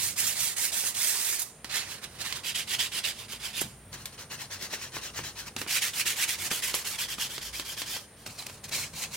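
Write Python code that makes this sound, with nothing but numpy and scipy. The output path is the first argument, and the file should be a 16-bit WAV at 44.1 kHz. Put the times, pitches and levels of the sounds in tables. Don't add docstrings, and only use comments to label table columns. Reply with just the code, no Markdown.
import sys
import numpy as np
from scipy import signal
from scipy.fft import rfft, irfft, next_fast_len
from scipy.io import wavfile
from scipy.ndimage import uniform_filter1d, map_coordinates

SR = 44100
rng = np.random.default_rng(int(sys.argv[2]) if len(sys.argv) > 2 else 0)


def generate_wav(signal):
    frames = np.transpose(np.atleast_2d(signal))
    scaled = np.clip(frames, -1, 1) * 32767
    pcm = np.round(scaled).astype(np.int16)
    wavfile.write(sys.argv[1], SR, pcm)


N = 403956

AT_ONCE, EARLY, MID, LATE = 0.12, 0.16, 0.48, 0.79

# f/Hz, relative density/dB
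FLAT_ON_MESH = [(820, -34), (1400, -10.5), (1930, -2.5), (3040, -4.5), (3530, -2), (8820, 0.5), (12400, -5),
                (14400, -4.5), (15500, -9)]
FAR_CORNER = [(820, -40), (1400, -7), (1660, -3), (1800, -2), (4830, -3), (7000, -9), (9370, -10.5),
              (15500, -19)]
NEAR_RIM = [(820, -49), (1400, -11), (2070, -5.5), (3260, -1), (4190, -6), (4870, -4), (5730, -10),
            (9370, -11), (15500, -18.5)]
SIDE_TAB = [(820, -40), (1400, -8.5), (1860, -4), (2220, -8), (2720, -4.5), (3680, -7.5), (4190, -2.5),
            (4920, -7.5), (5390, -3.5), (9370, -13), (15500, -17)]
UPRIGHT_EDGE = [(820, -26.5), (1400, -9), (1870, -1.5), (2890, -1), (3460, -2), (3790, -2.5), (7220, -3),
                (11300, -5), (15500, -9.5)]
END_RIM = [(820, -31), (1400, -18), (1580, -8.5), (2390, -8.5), (2690, -12), (3160, -0.5), (3790, -8.5),
           (5070, -3), (7000, -5.5), (12500, -7.5), (15500, -11.5)]
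BRACKET = [(820, -42), (1400, -10), (2430, 0.5), (3640, -3.5), (4190, 1), (4780, -3.5), (8480, -8),
           (10900, -12), (15500, -14.5)]

# f/Hz, relative density/dB
RUMBLE_COLOUR = [(25, -24), (50, -20), (70, -9), (97, 3), (112, -5), (130, 1.5), (175, -5.5), (220, -5.5),
                 (300, -15), (500, -34.5)]


def amp(db):
    return 10 ** (np.asarray(db) / 20)


def unit(x):
    return x / np.sqrt(np.mean(x ** 2) + 1e-20)


def along(points, hz):
    f, v = np.transpose(points)
    return np.interp(np.log(hz + 1), np.log(f + 1), v)


def wobble(rate, size):
    knots = rng.standard_normal(int(size * rate / SR) + 4)
    return map_coordinates(knots, [np.arange(size) * rate / SR], mode="nearest")


def filtered(x, response):
    n = x.shape[-1]
    m = next_fast_len(n + 4096)
    return irfft(rfft(x, m) * response(np.fft.rfftfreq(m, 1 / SR)), m)[..., :n]


def add(track, s, sound):
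    at = round(s * SR)
    part = sound[:, max(-at, 0):max(N - at, 0)]
    start = max(at, 0)
    track[:, start:start + part.shape[1]] += part


def spread(pair, colour):
    # f/Hz, left-right likeness (1 = identical)
    likeness = [(200, 1), (600, 0.93), (1200, 0.81), (2500, 0.68), (5000, 0.48), (12000, 0.2)]

    def mid_side(hz):
        turn = np.arccos(np.clip(along(likeness, hz), -1, 1)) / 2
        return amp(along(colour, hz)) * [np.cos(turn), np.sin(turn)]

    mid, side = filtered(pair, mid_side)
    return np.array([mid + side, mid - side])


def placed(x, pan_db, lag):
    # f/Hz, share of the level difference
    shadow = [(200, .05), (700, .3), (2000, 0.59), (3000, 0.97), (5000, 0.49), (9000, 1.28), (15000, 0.88)]
    sides = np.array([[1], [-1]]) / 2

    def response(hz):
        level = amp(sides * pan_db * along(shadow, hz))
        delay = np.exp(-2j * np.pi * hz * sides * lag / SR)
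        return level * delay

    return filtered(x, response)


def background(air_db=-57.0, whine_db=-58.5, rumble_db=1.5, drone_db=2.5, uneven_db=1.1):
    # t/s, relative level/dB
    rumble_course = [(0.0, -54.5), (1.17, -62.5), (2.32, -56), (8.57, -57), (8.88, -52), (9.16, -55)]
    # t/s, relative level/dB
    drone_course = [(0.0, -69), (0.25, -74), (5.38, -61.5), (5.84, -72), (7.88, -61), (8.21, -71),
                    (9.16, -61)]
    # f/Hz, relative density/dB
    drone_colour = [(35, -50), (48, -27), (55, 8.5), (62, -5), (85, -44.5)]
    # f/Hz, relative density/dB
    air_colour = [(150, -6), (220, -1), (450, 5.5), (1000, -2), (2000, -3), (4000, -10), (8000, -21),
                  (12000, -18), (16000, -31)]
    # f/Hz, relative density/dB
    whine_colour = [(7800, -38), (8400, -13), (8900, -3), (9900, -8), (10300, -16), (11000, -38)]

    def wide(colour):
        return unit(spread(rng.standard_normal((2, N)), colour))

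    def mono(colour):
        return unit(filtered(rng.standard_normal(N), lambda hz: amp(along(colour, hz))))

    def level(rows):
        return np.interp(np.arange(N) / SR, *np.transpose(rows))

    rumble_level = level(rumble_course) + rumble_db + uneven_db * wobble(9, N)
    rumble = amp(rumble_level) * mono(RUMBLE_COLOUR)
    drone = amp(level(drone_course) + drone_db) * mono(drone_colour)
    air = amp(air_db) * wide(air_colour)
    whine = amp(whine_db) * wide(whine_colour)
    return rumble + drone + air + whine


def thumps(length_s=0.11):
    # t/s (middle of the swell), level/dB
    shoves = [(0.01, -53), (0.25, -49), (3.655, -43.5), (4.97, -51), (5.11, -52), (5.21, -45.5),
              (5.59, -48.5), (8.29, -51), (8.75, -52), (8.95, -49)]
    track, size = np.zeros((2, N)), int(length_s * SR)
    for s, db in shoves:
        boom = unit(spread(rng.standard_normal((2, size)), RUMBLE_COLOUR))
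        add(track, s - length_s / 2, amp(db) * np.hanning(size) * boom)
    return track


def grip_at(s):
    # colour as (f/Hz, relative density/dB), left minus right level/dB, left lag/samples,
    # rim chatter f/Hz, chatter relative level/dB, sag where the hand turns/dB, surge where it presses/dB,
    # grit hiss relative level/dB, plate body reference level/dB
    grips = [(FLAT_ON_MESH, -6.3, 2.5, 3100, -17, 8.4, 2.2, 7.94, -49),
             (FAR_CORNER, -7.5, 2.6, 4600, -14, 4.8, 5.1, 0, -47),
             (NEAR_RIM, -5, 1, 3050, -1.6, 5.2, 4.65, 0.5, -50),
             (SIDE_TAB, 1, -2.13, 1850, -2.5, 8.1, 3, 1.16, -46.5),
             (UPRIGHT_EDGE, -2.8, .1, 2450, -10, 5.6, 6.9, 2.4, -50),
             (UPRIGHT_EDGE, -2.6, .1, 2700, -11, 2.6, 5.1, 4.4, -47.5),
             (END_RIM, -1.4, 0.27, 2600, -2.2, 2.8, 2.3, 1.8, -50),
             (BRACKET, -0.69, 0.51, 4150, -6, 6.2, 7.4, 4.1, -46.5)]
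    grip_starts = [1.6, 2.42, 3.9, 5.54, 6.38, 6.97, 8.2]
    return grips[np.searchsorted(grip_starts, s)]


def grit(size, per_second=5000, grain_share=0.21):
    snaps = (rng.random(size) < per_second / SR).astype(float)
    power = 1 - grain_share + grain_share * unit(snaps) ** 2
    return rng.standard_normal((2, size)) * np.sqrt(power)


def shifting(x, patchy_db=3.0, smooth_above_hz=6500):
    hz, _, z = signal.stft(x, SR, nperseg=512)
    field = rng.standard_normal(z.shape[1:])
    field = uniform_filter1d(field, size=3, axis=0)
    field = unit(uniform_filter1d(field, size=5, axis=1))
    depth_db = patchy_db / np.sqrt(1 + (hz[:, None] / smooth_above_hz) ** 2)
    return signal.istft(z * amp(depth_db * field), SR, nperseg=512)[1][:, :x.shape[1]]


def chatter(centre_hz, size, width_hz=230, wander=.055):
    pitch_hz = centre_hz * (1 + wander * wobble(29.86, size))
    band = filtered(rng.standard_normal((2, size)), lambda hz: 1 / (1 + (hz / width_hz) ** 4))
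    carrier = np.sin(2 * np.pi * np.cumsum(pitch_hz) / SR)
    return unit(spread(band * carrier, [(centre_hz, 0)]))


def stroke(row, rise_db_s=2200, fall_db_s=600, surge_width=0.18, hold=0.39, squeal_db=3,
           top_hz=11000, top_db=5, top_speed=0.86, judder_hz=260, judder_db=0.8, drift_db=0.63,
           speed_db=3, body_follow=0.54, body_from_db=-35, bite_db=-30, bite=0.98):
    # f/Hz, relative density/dB
    plate_colour = [(130, -30), (210, 1), (280, -8), (340, 1), (450, -2.5), (600, -1.5), (800, 0.5),
                    (1050, 3), (1300, -0.5), (1700, -3), (3000, -50)]
    start, length, db, hardest = row
    colour, pan_db, lag, chatter_hz, chatter_db, sag_db, surge_db, hiss_db, body_db = grip_at(start)
    t = np.arange(-SR // 50, int(length * SR) + SR // 10) / SR
    way = np.clip(t / length, 0, 1)
    speed = np.sin(np.pi * way)
    press = np.exp(-((way - hardest) / surge_width) ** 2)
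    force_db = db + sag_db * (speed - 1) * (1 - hold * press) + surge_db * press
    force_db = force_db - rise_db_s * np.maximum(-t, 0) - fall_db_s * np.maximum(t - length, 0)
    force_db = force_db + judder_db * wobble(judder_hz, len(t)) + drift_db * wobble(62.5, len(t))

    steel = spread(shifting(grit(len(t))), colour)
    rasp = filtered(steel, lambda hz: 1 / (1 + (hz / 5000) ** 10))
    hiss = unit(steel - rasp) * amp(hiss_db + speed_db * (speed - 1))
    dull = filtered(hiss, lambda hz: 1 / (1 + (hz / top_hz) ** 10))
    hiss = dull + (hiss - dull) * amp(top_db * (speed - top_speed))
    screech_db = chatter_db + squeal_db * (press - 1) + bite * (force_db - bite_db)
    screech = chatter(chatter_hz, len(t)) * amp(screech_db)
    body = unit(spread(shifting(grit(len(t))), plate_colour))
    body = body * amp(body_db + body_follow * (force_db - body_from_db))
    contact = amp(force_db) * (unit(rasp) + hiss + screech)
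    return start + t[0], placed(contact + body, pan_db, lag)


def sanding():
    # start t/s, length/s, relative level/dB, share after which each surges most
    passes = [(-0.02, 0.15, -36.5, EARLY), (0.163, 0.078, -34.5, MID), (0.221, 0.13, -35, EARLY),
              (0.357, 0.18, -35, EARLY), (0.566, 0.14, -34.5, EARLY), (0.72, .147, -36, EARLY),
              (0.839, .083, -36.5, EARLY), (0.947, .26, -34.5, EARLY), (1.136, 0.28, -36.5, EARLY),
              (1.383, 0.052, -40.5, EARLY), (1.423, 0.087, -55.5, EARLY), (1.647, 0.045, -53, EARLY),
              (1.697, 0.14, -35, MID), (1.848, .14, -44.5, MID), (2.019, 0.048, -44, MID),
              (2.074, 0.12, -57, LATE), (2.188, 0.062, -41, MID), (2.242, 0.086, -39.5, EARLY),
              (2.333, 0.071, -43, MID), (2.438, 0.081, -35, LATE), (2.548, 0.082, -34.5, AT_ONCE),
              (2.676, .087, -34, LATE), (2.79, 0.079, -31.5, AT_ONCE), (2.92, 0.087, -35.5, LATE),
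              (3.04, 0.079, -34, EARLY), (3.15, 0.11, -47, MID), (3.285, 0.088, -43, MID),
              (3.399, 0.12, -41.5, MID), (3.532, 0.12, -38, MID), (3.646, .108, -58.5, EARLY),
              (3.923, .048, -45, MID), (3.964, 0.081, -51.5, LATE), (4.054, .052, -59, EARLY),
              (4.124, .042, -53.5, EARLY), (4.181, 0.068, -45, EARLY), (4.303, 0.063, -41.5, EARLY),
              (4.377, 0.084, -43, MID), (4.506, 0.071, -41, EARLY), (4.592, 0.093, -41, MID),
              (4.703, 0.073, -38, MID), (4.78, 0.11, -43, MID), (4.922, 0.082, -41.5, MID),
              (5.015, 0.088, -41, EARLY), (5.138, .087, -41, MID), (5.233, 0.081, -41, EARLY),
              (5.354, 0.089, -43, MID), (5.455, 0.042, -45, LATE), (5.579, 0.068, -43.5, EARLY),
              (5.677, .117, -32, LATE), (5.816, 0.087, -33.5, AT_ONCE), (5.936, 0.093, -33.5, LATE),
              (6.057, 0.085, -33, EARLY), (6.161, .096, -33, LATE), (6.278, .083, -34, EARLY),
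              (6.386, 0.098, -38, LATE), (6.506, 0.098, -37, EARLY), (6.626, .09, -35, AT_ONCE),
              (6.738, 0.082, -38, EARLY), (6.849, .112, -39, EARLY), (6.985, 0.069, -34, EARLY),
              (7.085, 0.062, -37, LATE), (7.183, 0.087, -35.5, MID), (7.297, 0.094, -41.5, EARLY),
              (7.415, 0.084, -41, EARLY), (7.531, 0.094, -41, EARLY), (7.651, 0.093, -40.5, LATE),
              (7.771, 0.067, -39, AT_ONCE), (7.862, .12, -38.5, LATE), (7.972, .075, -53, EARLY),
              (8.17, 0.085, -59, LATE), (8.262, 0.021, -44.5, EARLY), (8.283, 0.12, -55, EARLY),
              (8.379, .072, -48, EARLY), (8.462, 0.013, -45, MID), (8.472, 0.12, -54.5, EARLY),
              (8.638, 0.028, -46.5, EARLY), (8.683, 0.015, -46.5, LATE), (8.717, 0.15, -37.5, EARLY),
              (8.935, 0.13, -42, LATE), (9.109, .078, -45.5, MID)]
    track = np.zeros((2, N))
    for row in passes:
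        add(track, *stroke(row))
    return track


def ticks_and_knocks(tick_db=-8, knock_db=9.5, tick_t60=0.015, knock_t60=0.016, ring_db=-11, ring_t60=0.16):
    # t/s, tick relative level/dB, knock relative level/dB
    blows = [(0.8376, -36, -43), (1.645, -21, -44.5), (2.3254, -15, -47.5), (3.6167, -22, -38),
             (3.929, -27, -57), (4.0563, -20, -56), (4.7355, -34, -40.5), (4.967, -33, -38),
             (5.1896, -29, -37.5), (5.5644, -17, -38), (5.6155, -20, -36.5), (5.6643, -40, -43.5),
             (6.5139, -18, -32.5), (6.7423, -15, -36), (7.1828, -34, -40.5), (7.3802, -21, -42.5),
             (7.5971, -17, -40), (7.8181, -16, -41), (7.9652, -29, -44), (8.2631, -34, -44.5),
             (8.4236, -29, -55), (8.498, -34, -48), (8.7811, -32, -44)]
    # f/Hz, relative density/dB
    tick_colour = [(500, -45), (1200, -18), (1750, 4.5), (2600, 2.5), (4000, 6.5), (9000, -5), (16000, -13)]
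    # f/Hz, relative density/dB
    knock_colour = [(60, -36), (200, -1.5), (380, 3), (700, -4.5), (1100, 1), (1700, -3.5), (3000, -5),
                    (8000, -44)]
    track, t = np.zeros((2, N)), np.arange(SR // 5) / SR

    def burst(colour, t60):
        decay = amp(-60 * t / t60) + amp(ring_db - 60 * t / ring_t60)
        return unit(spread(rng.standard_normal((2, len(t))), colour)) * decay

    for s, db, thud_db in blows:
        pan_db, lag = grip_at(s)[1:3]
        tick = amp(db + tick_db) * burst(tick_colour, tick_t60)
        knock = amp(thud_db + knock_db) * burst(knock_colour, knock_t60)
        add(track, s, placed(tick + knock, pan_db, lag))
    return track


def crackles(t60=0.078):
    # t/s, initial level/dB
    bursts = [(1.394, -27), (1.419, -27), (3.612, -24), (4.0556, -36), (6.748, -25)]
    # f/Hz, relative density/dB
    crackle_colour = [(3000, -32), (6000, 1), (10000, 2), (13000, 3), (16000, -10)]
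    track, t = np.zeros((2, N)), np.arange(SR // 10) / SR
    for s, db in bursts:
        crackle = unit(spread(grit(len(t)), crackle_colour)) * amp(db - 60 * t / t60)
        add(track, s, placed(crackle, *grip_at(s)[1:3]))
    return track


def squeaks(waver=0.025):
    # start t/s, length/s, first f/Hz, last f/Hz, level midway between the two channels/dB
    chirps = [(8.384, 0.029, 4360, 3660, -36), (8.716, 0.04, 4420, 4400, -43),
              (8.755, 0.034, 4280, 3820, -45)]
    track = np.zeros((2, N))
    for s, length, from_hz, to_hz, db in chirps:
        size = int(length * SR)
        hz = np.linspace(from_hz, to_hz, size) * (1 + waver * wobble(430, size))
        tone = np.sin(2 * np.pi * np.cumsum(hz) / SR)
        add(track, s, amp(db) * np.hanning(size) * tone * amp([[-3], [3]]))
    return track


def room(x):
    # f/Hz, t60/s
    decay_times = [(200, 0.39), (3000, 0.25), (7000, 0.58), (13000, 0.26)]
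    hz, t, z = signal.stft(rng.standard_normal((2, SR // 2)), SR, nperseg=256)
    decay = amp(-60 * t / along(decay_times, hz)[:, None])
    tail = signal.istft(z * decay, SR, nperseg=256)[1]
    tail = np.pad(tail / np.linalg.norm(tail[0]), ((0, 0), (SR // 200, 0)))
    return signal.fftconvolve(x, tail, axes=1)[:, :N]


def scene():
    work = amp(-1.09) * sanding() + amp(-2) * ticks_and_knocks() + crackles() + squeaks()
    return work + amp(-15.0) * room(work) + thumps() + background()


def record(dry, top_hz=15950):
    return filtered(dry, lambda hz: hz < top_hz)


dry = scene()
out = record(dry)
generate_wav(out)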